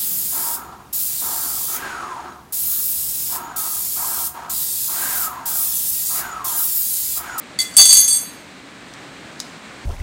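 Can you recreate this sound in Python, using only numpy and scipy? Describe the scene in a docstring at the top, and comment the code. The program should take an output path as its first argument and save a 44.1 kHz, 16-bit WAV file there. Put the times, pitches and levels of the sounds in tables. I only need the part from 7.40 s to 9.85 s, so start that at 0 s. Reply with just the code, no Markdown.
"""A small hard room with a tiled floor and a steady hiss, the microphone close in. A steel spoon touches the
tile while still held, is let go, and bounces and rocks to rest. Every contact clacks and sets the steel
ringing, and the loudest flatten at their peaks. Then thumbs press into an eggshell, which ticks and snaps once."""
import sys
import numpy as np
from scipy import signal
from scipy.fft import rfft, irfft
from scipy.io import wavfile
from scipy.ndimage import uniform_filter1d

SR = 44100
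rng = np.random.default_rng(int(sys.argv[2]) if len(sys.argv) > 2 else 0)


def wav_out(sig):
    """Save sig, one row per channel (or a flat mono array), as 16-bit PCM at SR to the path in sys.argv[1]."""
    wavfile.write(sys.argv[1], SR, np.round(np.clip(np.atleast_2d(sig).T, -1, 1) * 32767).astype(np.int16))


N = 108045


def undb(db):
    """Decibels to gain."""
    return 10 ** (np.asarray(db) / 20)


def decay(start_s, t60_s):
    """A sudden rise, then an exponential fall."""
    age = np.arange(N) / SR - start_s
    return (age >= 0) * np.exp(-np.log(1000) * np.maximum(age, 0) / t60_s)


def noise(spectrum):
    """Noise of unit rms, coloured by rows of freq_hz, level_db."""
    hz, db = np.array(spectrum).T
    bins_hz = np.maximum(np.fft.rfftfreq(N, 1 / SR), 1)
    colour = undb(np.interp(np.log(bins_hz), np.log(hz), db))
    x = irfft(rfft(rng.standard_normal(N)) * colour, N)
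    return x / x.std()


def wander(rate_hz):
    """Smooth random motion of unit spread."""
    return noise([(1, 0), (rate_hz, 0), (rate_hz * 4, -60), (rate_hz * 16, -120)])


def room(x, wet_db):
    """The direct sound, with the diffuse echo of tiles and walls just behind it."""
    tail = rng.standard_normal(N) * decay(start_s=0.0046, t60_s=0.49)
    return x + undb(wet_db) * signal.fftconvolve(x, tail / np.linalg.norm(tail))[:N]


# colour of the room tone: freq_hz, level_db
HISS_SPECTRUM = [(10, -58.5), (25, -26), (40, -24.5), (55, -9), (90, -10.5), (125, -5.5), (185, -2.5),
                 (295, -1), (350, -7), (470, -8.5), (620, -8), (920, -10), (1600, -9), (2300, -10.5),
                 (3000, -15), (4100, -15.5), (5500, -23.5), (8200, -22.5), (10400, -36.5), (12500, -41),
                 (15500, -44.5)]
# its slow swell: time_s, level_db
HISS_SWELL = [(0, -39.5), (0.6, -39.5), (1.3, -40.5), (1.599, -38), (1.85, -38.5), (2.45, -38.5)]
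def room_hiss():
    """Room tone behind everything, swelling slowly and flickering a little."""
    time_s, level_db = np.array(HISS_SWELL).T
    swell_db = np.interp(np.arange(N) / SR, time_s, level_db)
    return noise(HISS_SPECTRUM) * undb(swell_db + 0.5 * wander(rate_hz=12))


# cracks in the shell: start_s, level_db
SHELL_CRACKS = [(1.4835, -45), (1.5373, -35), (1.994, -36.5), (2.0015, -17), (2.0084, -38.5)]
# colour of a crack: freq_hz, level_db
SHELL_SPECTRUM = [(400, -24), (1500, -5.5), (2600, -18.5), (3450, 0), (4360, -1), (5800, 4), (7500, -2.5),
                  (9000, -3.5), (11500, -21.5), (15000, -23.5)]
def eggshell():
    """Brittle shell gives under the thumbs: each crack is a burst of noise with a faint tail."""
    envelope = sum(undb(db) * (decay(start, t60_s=0.013) + undb(-16) * decay(start, t60_s=0.097))
                   for start, db in SHELL_CRACKS)
    return envelope * noise(SHELL_SPECTRUM)


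# modes of the floor tile: pitch_hz, level_db, t60_s
TILE_MODES = [(673, -3, .16), (841, -1.5, .18), (1120, -12, .15)]
# colour of the thud: freq_hz, level_db
THUD_SPECTRUM = [(20, 0), (50, 27), (110, 1), (300, -33), (900, -32), (4000, -61.5)]
def tile_knock(start_s=0.41, level_db=-33.5):
    """The floor answers a heavy landing with one dull knock and a low thud."""
    age = np.arange(N) / SR - start_s
    knock = sum(undb(level_db + db) * decay(start_s, t60) * np.sin(2 * np.pi * hz * age)
                for hz, db, t60 in TILE_MODES)
    thud = undb(-30.5) * decay(start_s=0.4135, t60_s=0.069) * noise(THUD_SPECTRUM)
    return knock + thud


# the spoon meets the floor, driving the clack and four bands of the ring:
# start_s, low_db, middle_db, high_db, top_db, clack_db, ring_length_ratio
SPOON_CONTACTS = [(0.189, -18, -34, -25, -30, -17.5, 0.41), (0.2019, -19.5, -20.5, -29, -24.5, -15.5, 0.27),
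                  (0.2152, -30.5, -33, -31, -23.5, -24, 0.27), (0.3396, -45, -47, -45.5, -62, -28.5, 1),
                  (0.36, -48, -43, -33, -61, -35.5, 0.54), (0.3673, -10, -16.5, -4, -5.5, -4.5, 0.76),
                  (0.3839, -4.5, -7.5, -33.5, -33, -11, 0.5), (0.393, -3, -4.5, -19, -32, -14, 0.97),
                  (0.413, -11.5, -6.5, -12, -9, -5, 0.36), (0.454, -28.5, -17.5, -7, -13, -6.5, 1),
                  (0.493, -14, -9, -8, -21.5, -15.5, 0.63), (0.5076, -8.5, -15.5, -18, -16, -7.5, 1),
                  (0.5278, -32.5, -10.5, -3, -3.5, -7, 0.29), (0.551, -10.5, -5.5, -28, -15, -15, 0.78),
                  (0.569, -34.5, -10, -16.5, -9, -10, .7), (0.5742, -42, -9, -19.5, -23.5, -13.5, 0.79),
                  (0.603, -14.5, -29, -24, -6, -17.5, 0.31), (0.6425, -30, -16.5, -17.5, -25, -20.5, 1),
                  (0.679, -25.5, -25, -11.5, -15, -13, 1), (0.704, -20, -25, -14, -23, -24, 1),
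                  (0.728, -47, -34, -9, -21, -19, 0.79), (0.748, -44, -25, -15, -23, -22, 0.72),
                  (0.77, -40, -24, -23.5, -22, -31, 0.46)]
# dense, quickly damped ringing of steel on tile: freq_hz, level_db
CLACK_SPECTRUM = [(300, -26.5), (1000, -23.5), (2000, -16.5), (3000, -8), (4600, -3), (5400, -3.5),
                  (7000, 2), (8400, 7), (9200, -6), (10200, 0), (11400, -20.5), (13000, -14.5),
                  (15500, -16)]
def spoon_clack():
    """A short metallic wash at every contact; the harder the contact, the larger its share of crack."""
    hardest_db = max(db for *_, db, _ in SPOON_CONTACTS)
    energy = np.zeros(N)
    for start, *_, db, _ in SPOON_CONTACTS:
        crack = undb(0.17 * (db - hardest_db)) * decay(start, t60_s=0.017)
        wash = undb(-8.5) * decay(start, t60_s=0.23)
        energy += undb(db) ** 2 * (crack ** 2 + wash ** 2)
    return np.sqrt(energy) * noise(CLACK_SPECTRUM)


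# centres of the low, middle, high and top bands: freq_hz
RING_BANDS_HZ = (4600, 6400, 8350, 9850)
# modes of the spoon: pitch_hz
MODE_PITCHES_HZ = (2057, 3427, 4041, 4579, 6239, 6436, 6892, 7386, 8359, 9843, 10356, 12137, 12748, 13701,
                   13896)
# ring of each mode, loose and in the fingers: free_db, held_db, t60_s
MODE_RINGS = [(-29.5, -8.5, 0.82), (-12.5, -2, 0.47), (-24.5, -22.5, 0.87), (0.5, 5, 0.33), (-9, -7.5, .45),
              (-1, -2, .48), (-13, -4, .55), (-11, -12, 0.32), (-0.5, -0.5, 0.33), (0, 3, 0.28),
              (-18.5, -17, 0.29), (-43, -13.5, 0.9), (-10, -9.5, 0.45), (-24, -25.5, .65), (-16, -6.5, .42)]
def spoon_ring(release_s=0.33, jolt_s=0.002, kick_rad=0.6, twin_spread_hz=40, shimmer_db_per_khz=0.2128):
    """Contacts feed the modes and jolt phase and pitch; weak twins beat; rocking shimmers the treble."""
    t = np.arange(N // 2) / SR
    contacts = np.array(SPOON_CONTACTS)
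    contacts_so_far = np.searchsorted(np.sort(contacts[:, 0]), t)
    ring = np.zeros(N)
    for hz, (free_db, held_db, t60) in zip(MODE_PITCHES_HZ, MODE_RINGS):
        scatters_db, kick, detune, split = rng.standard_normal((len(contacts) + 1, 4)).T
        energy = np.zeros(len(t))
        for (start, *bands_db, _, length_ratio), scatter_db in zip(contacts, scatters_db):
            onset = int(start * SR)
            mode_db = held_db if start < release_s else free_db
            strike_db = mode_db + np.interp(hz, RING_BANDS_HZ, bands_db) + scatter_db
            fade = np.exp(-np.log(1000) / (t60 * length_ratio) * t[:len(t) - onset])
            energy[onset:] += (undb(strike_db) * fade) ** 2
        jolt = uniform_filter1d(kick_rad * np.cumsum(kick)[contacts_so_far], int(jolt_s * SR))
        pitch_hz = hz * (1 + 0.0005 * detune[contacts_so_far])
        phase = 2 * np.pi * np.cumsum(pitch_hz) / SR + jolt
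        beat = 2 * np.pi * np.cumsum(twin_spread_hz * split[contacts_so_far]) / SR
        twin = undb(-11) * np.sin(phase + beat)
        envelope = uniform_filter1d(np.sqrt(energy), int(jolt_s * SR / 2))
        shimmer = undb(shimmer_db_per_khz * hz / 1000 * wander(rate_hz=61)[:len(t)])
        ring[:len(t)] += envelope * shimmer * (np.sin(phase) + twin)
    return ring


def scene():
    """Spoon, then egg, over the room tone, as they reach one close microphone."""
    ring = room(spoon_ring(), wet_db=-12)
    impacts = room(spoon_clack() + tile_knock(), wet_db=-9)
    egg = room(eggshell(), wet_db=-11)
    return (ring + impacts + egg + room_hiss())[None]


def record(dry):
    """The loudest peaks flatten, slightly lopsided, and the top is cut."""
    knee, bias, top_hz = 6, 0.01, 15650
    clipped = dry / (1 + np.abs(dry) ** knee) ** (1 / knee)
    low_cut = signal.butter(1, 30, "high", fs=SR, output="sos")
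    even_harmonics = signal.sosfilt(low_cut, clipped ** 2)
    top_cut = signal.ellip(8, 0.2, 70, top_hz, fs=SR, output="sos")
    return signal.sosfilt(top_cut, clipped + bias * even_harmonics)


dry = scene()
out = record(dry)
wav_out(out)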